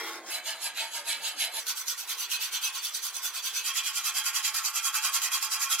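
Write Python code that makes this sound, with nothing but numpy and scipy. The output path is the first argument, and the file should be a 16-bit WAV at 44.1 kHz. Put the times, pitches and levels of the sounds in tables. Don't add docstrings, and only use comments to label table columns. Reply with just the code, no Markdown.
import sys
import numpy as np
from scipy import signal
from scipy.fft import rfft, irfft, next_fast_len
from scipy.io import wavfile
from scipy.ndimage import map_coordinates

SR = 44100
rng = np.random.default_rng(int(sys.argv[2]) if len(sys.argv) > 2 else 0)


def pcm_store(signal):
    levels = np.round(np.clip(np.atleast_2d(signal), -1, 1) * 32767)
    wavfile.write(sys.argv[1], SR, levels.astype(np.int16).T)


def volts_from_decibels(level):
    exponent = np.asarray(level, float) / 20
    return 10 ** exponent


N = 255780

# (playback speed [x normal], start [s], end [s])
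PASSAGES = [
    (1, 0, .3),
    (2, .3, 1.596),
    (3, 1.596, 3.628),
    (3, 3.628, 5.8),
]
JOIN = 400


def unit(x):
    return x / np.sqrt(np.mean(np.abs(x) ** 2) + 1e-20)


def along(points, hz):
    f, v = np.transpose(points)
    return np.interp(np.log(hz + 1), np.log(f + 1), v)


def wobble(rate, count):
    knots = rng.standard_normal(int(count * rate / SR) + 2)
    return np.interp(np.arange(count) * rate / SR, np.arange(len(knots)), knots)


def filtered(x, response):
    size = next_fast_len(x.shape[-1] + 8192)
    spectrum = rfft(x, size) * response(np.fft.rfftfreq(size, 1 / SR))
    return irfft(spectrum, size)[..., :x.shape[-1]]


def spread(pair, colour):
    # (frequency [Hz], likeness [0-1])
    alike = [(100, 1), (300, 1), (600, 1), (1400, 0.92), (3000, 0.72), (4200, 0.12), (7000, 0.033),
             (15000, 0.057)]
    turn = lambda hz: np.arccos(np.clip(along(alike, hz), -1, 1)) / 2
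    mid, side = filtered(pair, lambda hz: volts_from_decibels(along(colour, hz)) * [np.cos(turn(hz)), np.sin(turn(hz))])
    return np.array([mid + side, mid - side])


def patchy(x, speed, patchy_db=3.0):
    z = signal.stft(x, nperseg=512)[2]
    bins, frames = np.indices(z.shape[1:])
    places = [0.55 * bins, .07 * speed * frames]
    field = map_coordinates(rng.standard_normal(z.shape[1:]), places, order=1)
    return signal.istft(z * volts_from_decibels(patchy_db * unit(field)), nperseg=512)[1][:, :x.shape[1]]


def yard(count, speed, passage):
    # (pitch [Hz], level [dB])
    machine = [
        (331, -56),
        (657, -69),
        (867, -70),
        (867, -61),
    ]
    # (frequency [Hz], level per Hz [dB])
    rumble_colour = [(30, -92), (70, -28.5), (100, -20.5), (150, -10.5), (200, -15), (330, -3.5),
                     (500, -5.5), (800, -4), (1500, -26), (3000, -60)]
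    rumble_db = [1.7, 12.2, 18.5, 19.6]
    lowest_hz = [193, 130, 215, 230]
    hz, db = machine[passage]
    loudness = volts_from_decibels(db + 3.6 * wobble(8.65, count))
    tone = loudness * np.sin(2 * np.pi * np.cumsum(hz + 4 * wobble(17.1, count)) / SR)
    sped_up = [(f * speed, level) for f, level in rumble_colour]
    rumble = spread(rng.standard_normal((2, count)), sped_up)
    rumble = filtered(rumble, lambda f: 1 - 1 / (1 + (f / lowest_hz[passage]) ** 10))
    return volts_from_decibels(rumble_db[passage]) * unit(patchy(rumble, speed)), tone


def shed(x):
    # (frequency [Hz], time to fall by 60 dB [s])
    echo = [(300, 0.19), (2000, 0.37), (10000, 0.015)]
    hz, t, z = signal.stft(rng.standard_normal((2, SR // 3)), SR, nperseg=256)
    dying = z * volts_from_decibels(-60 * t / along(echo, hz)[:, None])
    tail = spread(signal.istft(dying, SR, nperseg=256)[1], [(1000, 0)])
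    tail = tail / np.linalg.norm(tail[0])
    return signal.fftconvolve(x.mean(axis=0, keepdims=True), tail, axes=1)[:, :x.shape[1]]


def strokes():
    # (push start [s], push peak [dB], pull start [s], pull peak [dB], blade ring at this spot [dB])
    easy = [
        (0.0, -41, 0.23, -36.5, -4),
        (0.421, -32.5, 0.58, -34, -2),
        (0.729, -33, 0.899, -33.5, 2.5),
        (1.037, -29.5, 1.195, -33.5, -0.5),
        (1.354, -28.5, 1.511, -34, 1),
    ]
    quick = [(1.649, -31, 1.748, -36.5, -15), (1.848, -31.5, 1.96, -38.5, -13),
             (2.062, -33.5, 2.168, -34.5, 2.5), (2.28, -31.5, 2.388, -33, 10.5),
             (2.504, -32.5, 2.605, -33.5, 9), (2.72, -35, 2.814, -34.5, 7.5),
             (2.917, -34.5, 3.011, -33.5, -18), (3.121, -34.5, 3.212, -33, -10),
             (3.322, -34.5, 3.418, -33.5, 5), (3.523, -31, 3.628, -32.5, 6.5),
             (3.732, -29.5, 3.828, -32.5, 11.5), (3.927, -31.5, 4.025, -30.5, 3),
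             (4.13, -29, 4.231, -30, 4), (4.323, -28.5, 4.422, -29, 2.5), (4.524, -30.5, 4.626, -31, -15),
             (4.725, -30, 4.82, -29, -7), (4.921, -27.5, 5.012, -28, 2), (5.114, -26.5, 5.205, -28, -4),
             (5.299, -28, 5.405, -31.5, -9), (5.492, -28.5, 5.586, -30, -7), (5.683, -27, 5.778, -19, 2)]
    push_s, push_db, pull_s, pull_db, ring_db = np.transpose(easy + quick)
    turn_s = np.ravel([push_s, pull_s], "F")
    peak_db = np.ravel([push_db, pull_db], "F")
    passage = np.searchsorted(np.transpose(PASSAGES)[2], turn_s + .01)
    passage = np.clip(passage, 0, len(PASSAGES) - 1)
    pulling = np.arange(len(turn_s)) % 2
    return turn_s, peak_db, np.repeat(ring_db, 2), lambda rule: np.array(rule)[passage, pulling]


def hand():
    # (time [s], level [dB])
    resting = [(0, -39), (.23, -57), (.58, -52.5), (1.15, -51), (1.4, -51.5), (2.3, -51), (2.7, -49),
               (3.3, -51), (3.7, -46.5), (4.6, -45), (5.8, -45)]
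    far_end_db = [-1.5, 2, 2.5, 2]
    # (time [s], level [dB])
    last_turn = (5.88, -57)
    peak_at = [(0.29, 0.62), (.41, 0.45), (.46, 0.36), (.44, 0.4)]
    pointed = [(0.99, 1.04), (1.5, 1.5), (1.24, 0.97), (1.31, 1.12)]
    # (push [dB], pull [dB])
    body_db = [(2, 1), (-2, -3.5), (-1.5, -3), (3, 2.5)]
    # (push [dB], pull [dB])
    hiss_db = [(2, 2.5), (-3.5, 0.5), (0, 2), (-0.5, -0.5)]
    # (push [dB], pull [dB])
    shake_db = [(3.5, -1.5), (1, -1.5), (0.5, 2.5), (-1.5, -0.5), (-2.5, 1), (-2.5, 1), (-1, -4), (1, 1),
                (2, 2), (1.5, 3), (3.5, -4.5), (-3.5, 0), (-1, 1.5), (1.5, -1), (0, -2), (-0.5, -4),
                (-1, -0.5), (-1, -0.5), (0, -4), (-0.5, 0), (0, 1.5), (1, -0.5), (1, 0.5), (1.5, -1.5),
                (0, 3), (2.5, 0)]
    time = np.arange(N) / SR
    turn_s, peak_db, ring_db, rule = strokes()
    turn_db = np.interp(turn_s, *np.transpose(resting)) + rule([(0, db) for db in far_end_db])
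    turn_s, turn_db = np.append(turn_s, last_turn[0]), np.append(turn_db, last_turn[1])
    peak_s = turn_s[:-1] + np.clip(rule(peak_at), .15, .85) * np.diff(turn_s)
    knots = np.sort(np.append(turn_s, peak_s))
    half = np.interp(time, knots, np.arange(len(knots)))
    stroke = (half // 2).astype(int)
    swell = np.abs(np.sin(np.pi * half / 2)) ** np.clip(rule(pointed)[stroke], .4, 4)
    weak = np.interp(half / 2, np.arange(len(turn_db)), turn_db)
    force = volts_from_decibels(weak + (peak_db[stroke] - weak) * swell)
    colours = (rule(body_db), ring_db, rule(hiss_db), np.ravel(shake_db))
    tone_db = [np.interp(time, peak_s, db) for db in colours]
    return force, swell, np.sin(np.pi * half), tone_db


def bites(fade_s=0.0059):
    # (time [s], peak level [dB])
    catches = [(0.772, -30), (1.395, -20.5), (1.6672, -22), (1.8813, -20), (2.3153, -20), (2.9423, -21),
               (3.9568, -19.5), (4.2633, -21), (4.4484, -16), (4.5432, -19), (4.648, -21.5), (4.9413, -21),
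               (5.1377, -21), (5.2172, -15.5), (5.3176, -20), (5.426, -17)]
    start_s, peak_db = np.transpose(catches)
    since = np.arange(N) / SR - start_s[:, None]
    return volts_from_decibels(peak_db - 15.5) @ (np.exp(-np.abs(since) / fade_s) * (since > 0))


def grit(count, speed, spiky_db=2.2, catch_db=0.8, top=2.6):
    sizes = volts_from_decibels(spiky_db * wobble(500 * speed, count) + catch_db * wobble(25 * speed, count))
    return unit(np.tanh(sizes * rng.standard_normal((2, count)) / top))


def filing(force, speed, passage, roam=1.64, damping=2.03, bend=.005, scatter=1.66):
    low_hz = [289, 329, 363, 384, 438, 458, 622, 810, 852, 1028]
    middle_hz = [1075, 1149, 1293, 1355, 1517, 1666, 1785, 1955, 2029, 2235]
    high_hz = [2440, 2665, 3240, 3460, 4000, 4235, 4350, 4890, 5500, 6700]
    # (width [Hz], level in
    # passage 1 [dB], passage 2 [dB], passage 3 [dB], passage 4 [dB])
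    modes = [(4.8, -24, -13.5, -14.5, -12), (5.7, -22, -7, -13.5, -27), (7.2, -6, -11.5, -6, -3.5),
             (7.2, -7, -20, -7, -5), (6.4, -14, -10, -23, -9.5), (10, -4, -4, -9, -5),
             (7, -24, -8, -7, -8.5), (13, -21, -7, -10, -7), (11, -9, -8, -5.5, -6.5),
             (10.5, -21, -21, -23, -9.5),
             (11, -2, -5, -1.5, 1.5), (15, -5, -5, -7, -14.5), (13.6, -15, -4.5, -5.5, -13),
             (14.8, -8, -6.5, -4.5, -4.5), (18, -4, -2.5, -4, -1), (18.0, -18, -5.5, -17, -7.5),
             (19.5, -21, -22, -13, -17), (21.0, -16, -10.5, -5, -7.5), (21.0, -8, -1.5, -2, -2.5),
             (23.6, -21, -7, -9, -1.5),
             (24.7, -22, -8, -9.5, -4), (28.2, -21, -8.5, -10.5, -6.5), (34.7, -4.5, -10, -5.5, -3.5),
            (37.5, -22, -24, -13, -9), (44.2, -15, -11, -12.5, -7), (45.0, -12, -12.5, -13.5, -8.5),
            (46.5, -16, -11, -11.5, -12), (52.5, -9.5, -14.5, -12, -8.5), (58.5, -6.5, -8, -38, -36),
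            (72.0, -10, -15, -42, -41)]
    # (frequency [Hz], level per Hz [dB])
    rasp = [
        [(88, -50), (150, -40), (326, -32), (1060, -3.5), (2100, 1.5), (3100, -11), (3410, -1.5), (5540, -6.5),
         (15500, -15)],
        [(240, -53), (400, -31), (894, -6), (1170, -15.5), (1660, -4), (4130, -3), (5860, -11), (6710, -4),
         (7470, -10), (13700, -11), (15000, -27)],
        [(350, -56), (600, -22.5), (1110, -15), (1400, -2), (1770, -11), (3140, -3), (3650, -3), (5980, -2.5),
         (8890, -8), (15000, -11), (15800, -18)],
        [(350, -49), (600, -19), (845, -11.5), (996, -16), (1130, -4), (1770, -7.5), (3140, -3), (3650, -2.5),
         (5980, 1.5), (8770, -5), (12400, -3.5), (15800, -16)],
    ]
    rasp_db = [-9, -6.5, -5, -4]
    treble_loss_hz = 4000
    count = len(force)
    teeth = force * grit(count, speed)
    sound = volts_from_decibels(rasp_db[passage]) * patchy(spread(teeth, rasp[passage]), speed)
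    for hz, (width_hz, *levels_db) in zip(low_hz + middle_hz + high_hz, modes):
        loss_hz = damping * width_hz * (1 + (hz / treble_loss_hz) ** 2)
        pole = np.exp(np.pi * speed * (2j * hz - loss_hz) / SR)
        shape = 2.02 * np.cos(rng.uniform(0, np.pi) + roam * wobble(7.5 * speed, count)) ** 2
        push = volts_from_decibels(levels_db[passage]) * shape * teeth[0]
        ring = signal.lfilter([2 * (1 - abs(pole)) ** 2], np.poly([pole, pole]), push)
        ring *= np.exp(2j * np.pi * np.cumsum(bend * hz * speed * wobble(4 * speed, count)) / SR)
        lead = scatter * min(hz * speed / 4500, 1) ** 2 * rng.normal()
        sound += np.real(ring * np.exp(.5j * np.array([[lead], [-lead]])))
    sound = filtered(sound, lambda hz: 1 - 1 / (1 + (hz / (220 * speed)) ** 6))
    return sound * np.sqrt(np.mean(force ** 2) / np.mean(sound ** 2))


def hollowed(x, speed, passage):
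    # (frequency [Hz], half width [Hz], depth mid-blade [0-1], depth near the clamp [0-1])
    hollows = [(1794, 70, .4, 0.73), (3657, 126, 0.3, 0.83), (4190, 133, 0.3, .8)]

    def dip(hz):
        left = 1
        for at, width, *depth in hollows:
            deep = np.clip([0, 0, *depth][passage], 0, .97)
            left = left * (1 - deep / (1 + ((hz - at) / width) ** 4))
        return left

    share = np.clip(0.71 + .5 * wobble(2.5 * speed, x.shape[1]), 0, 1)
    return x + share * (filtered(x, dip) - x)


def pressure(x, swell, push, tone_db, dull_db=4, dark_db=-2.5, late_db=0.5):
    body_db, ring_db, hiss_db, shake_db = tone_db
    below = lambda edge_hz: filtered(x, lambda hz: 1 / (1 + (hz / edge_hz) ** 8))
    deep, low, middle, most = below(1760), below(2670), below(3130), below(8500)
    shaken = low - deep + deep * volts_from_decibels(shake_db)
    body = shaken * volts_from_decibels(body_db + dull_db * (0.5 - swell) - late_db * push)
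    ring = (middle - low) * volts_from_decibels(ring_db - 0.71 * late_db * push)
    hiss = (x - most) * volts_from_decibels(hiss_db + dark_db * (1 - swell))
    return body + ring + most - middle + hiss


def scene():
    side_db = [0.97, 0.37, -0.087, -0.7]
    traffic_db = [-53.5, -65, -70, -75]
    force, swell, push, tone_db = hand()
    force = force + bites()
    iron, traffic, hum = np.zeros((3, 2, N))
    for passage, (speed, start, end) in enumerate(PASSAGES):
        part = slice(round(start * SR), round(end * SR) + JOIN)
        sides = volts_from_decibels(side_db[passage] * np.array([[.5], [-.5]]))
        near = filing(force[part], speed, passage) * sides
        count = near.shape[1]
        since = np.arange(count) + JOIN * (start == 0)
        left = round((end - start) * SR) + JOIN - np.arange(count)
        edges = np.sin(np.pi / 2 * np.clip(np.minimum(since, left) / JOIN, 0, 1))
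        iron[:, part] += edges * hollowed(near + volts_from_decibels(-9.0) * shed(near), speed, passage)
        rumble, tone = yard(count, speed, passage)
        traffic[:, part] += edges * volts_from_decibels(traffic_db[passage]) * rumble
        hum[:, part] += edges * tone
    sway_db = 1 * wobble(4.98, N)
    return volts_from_decibels(3.0) * pressure(iron, swell, push, tone_db) + volts_from_decibels(sway_db) * traffic + hum


def roll_off(x):
    return signal.sosfilt(signal.butter(12, 16520, fs=SR, output="sos"), x)


def record(dry):
    # (frequency [Hz], level per Hz [dB])
    mic_hiss = [(150, -36), (300, -8), (1000, -2), (6000, 0.5), (13000, -2.5), (15800, -13)]
    # (frequency [Hz], left minus right [dB])
    lean = [(300, 0), (1000, -0.5), (2200, -.5), (4500, -3), (9000, -3.3), (14000, -1.2)]
    # (frequency [Hz], phase by which left lags [radians])
    lag = [(500, 0.068), (2000, 0.34), (4000, 0.74), (7000, 0.26), (12000, 0.13)]
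    top_hz = 15870
    sides = np.array([[.5], [-.5]])
    hiss = filtered(rng.standard_normal(dry.shape), lambda hz: volts_from_decibels(along(mic_hiss, hz)))
    mix = dry + volts_from_decibels(-66) * unit(hiss)
    ports = lambda hz: volts_from_decibels(along(lean, hz) * sides) * np.exp(-1j * along(lag, hz) * sides) * (hz < top_hz)
    return roll_off(filtered(mix, ports))


dry = scene()
out = record(dry)
pcm_store(out)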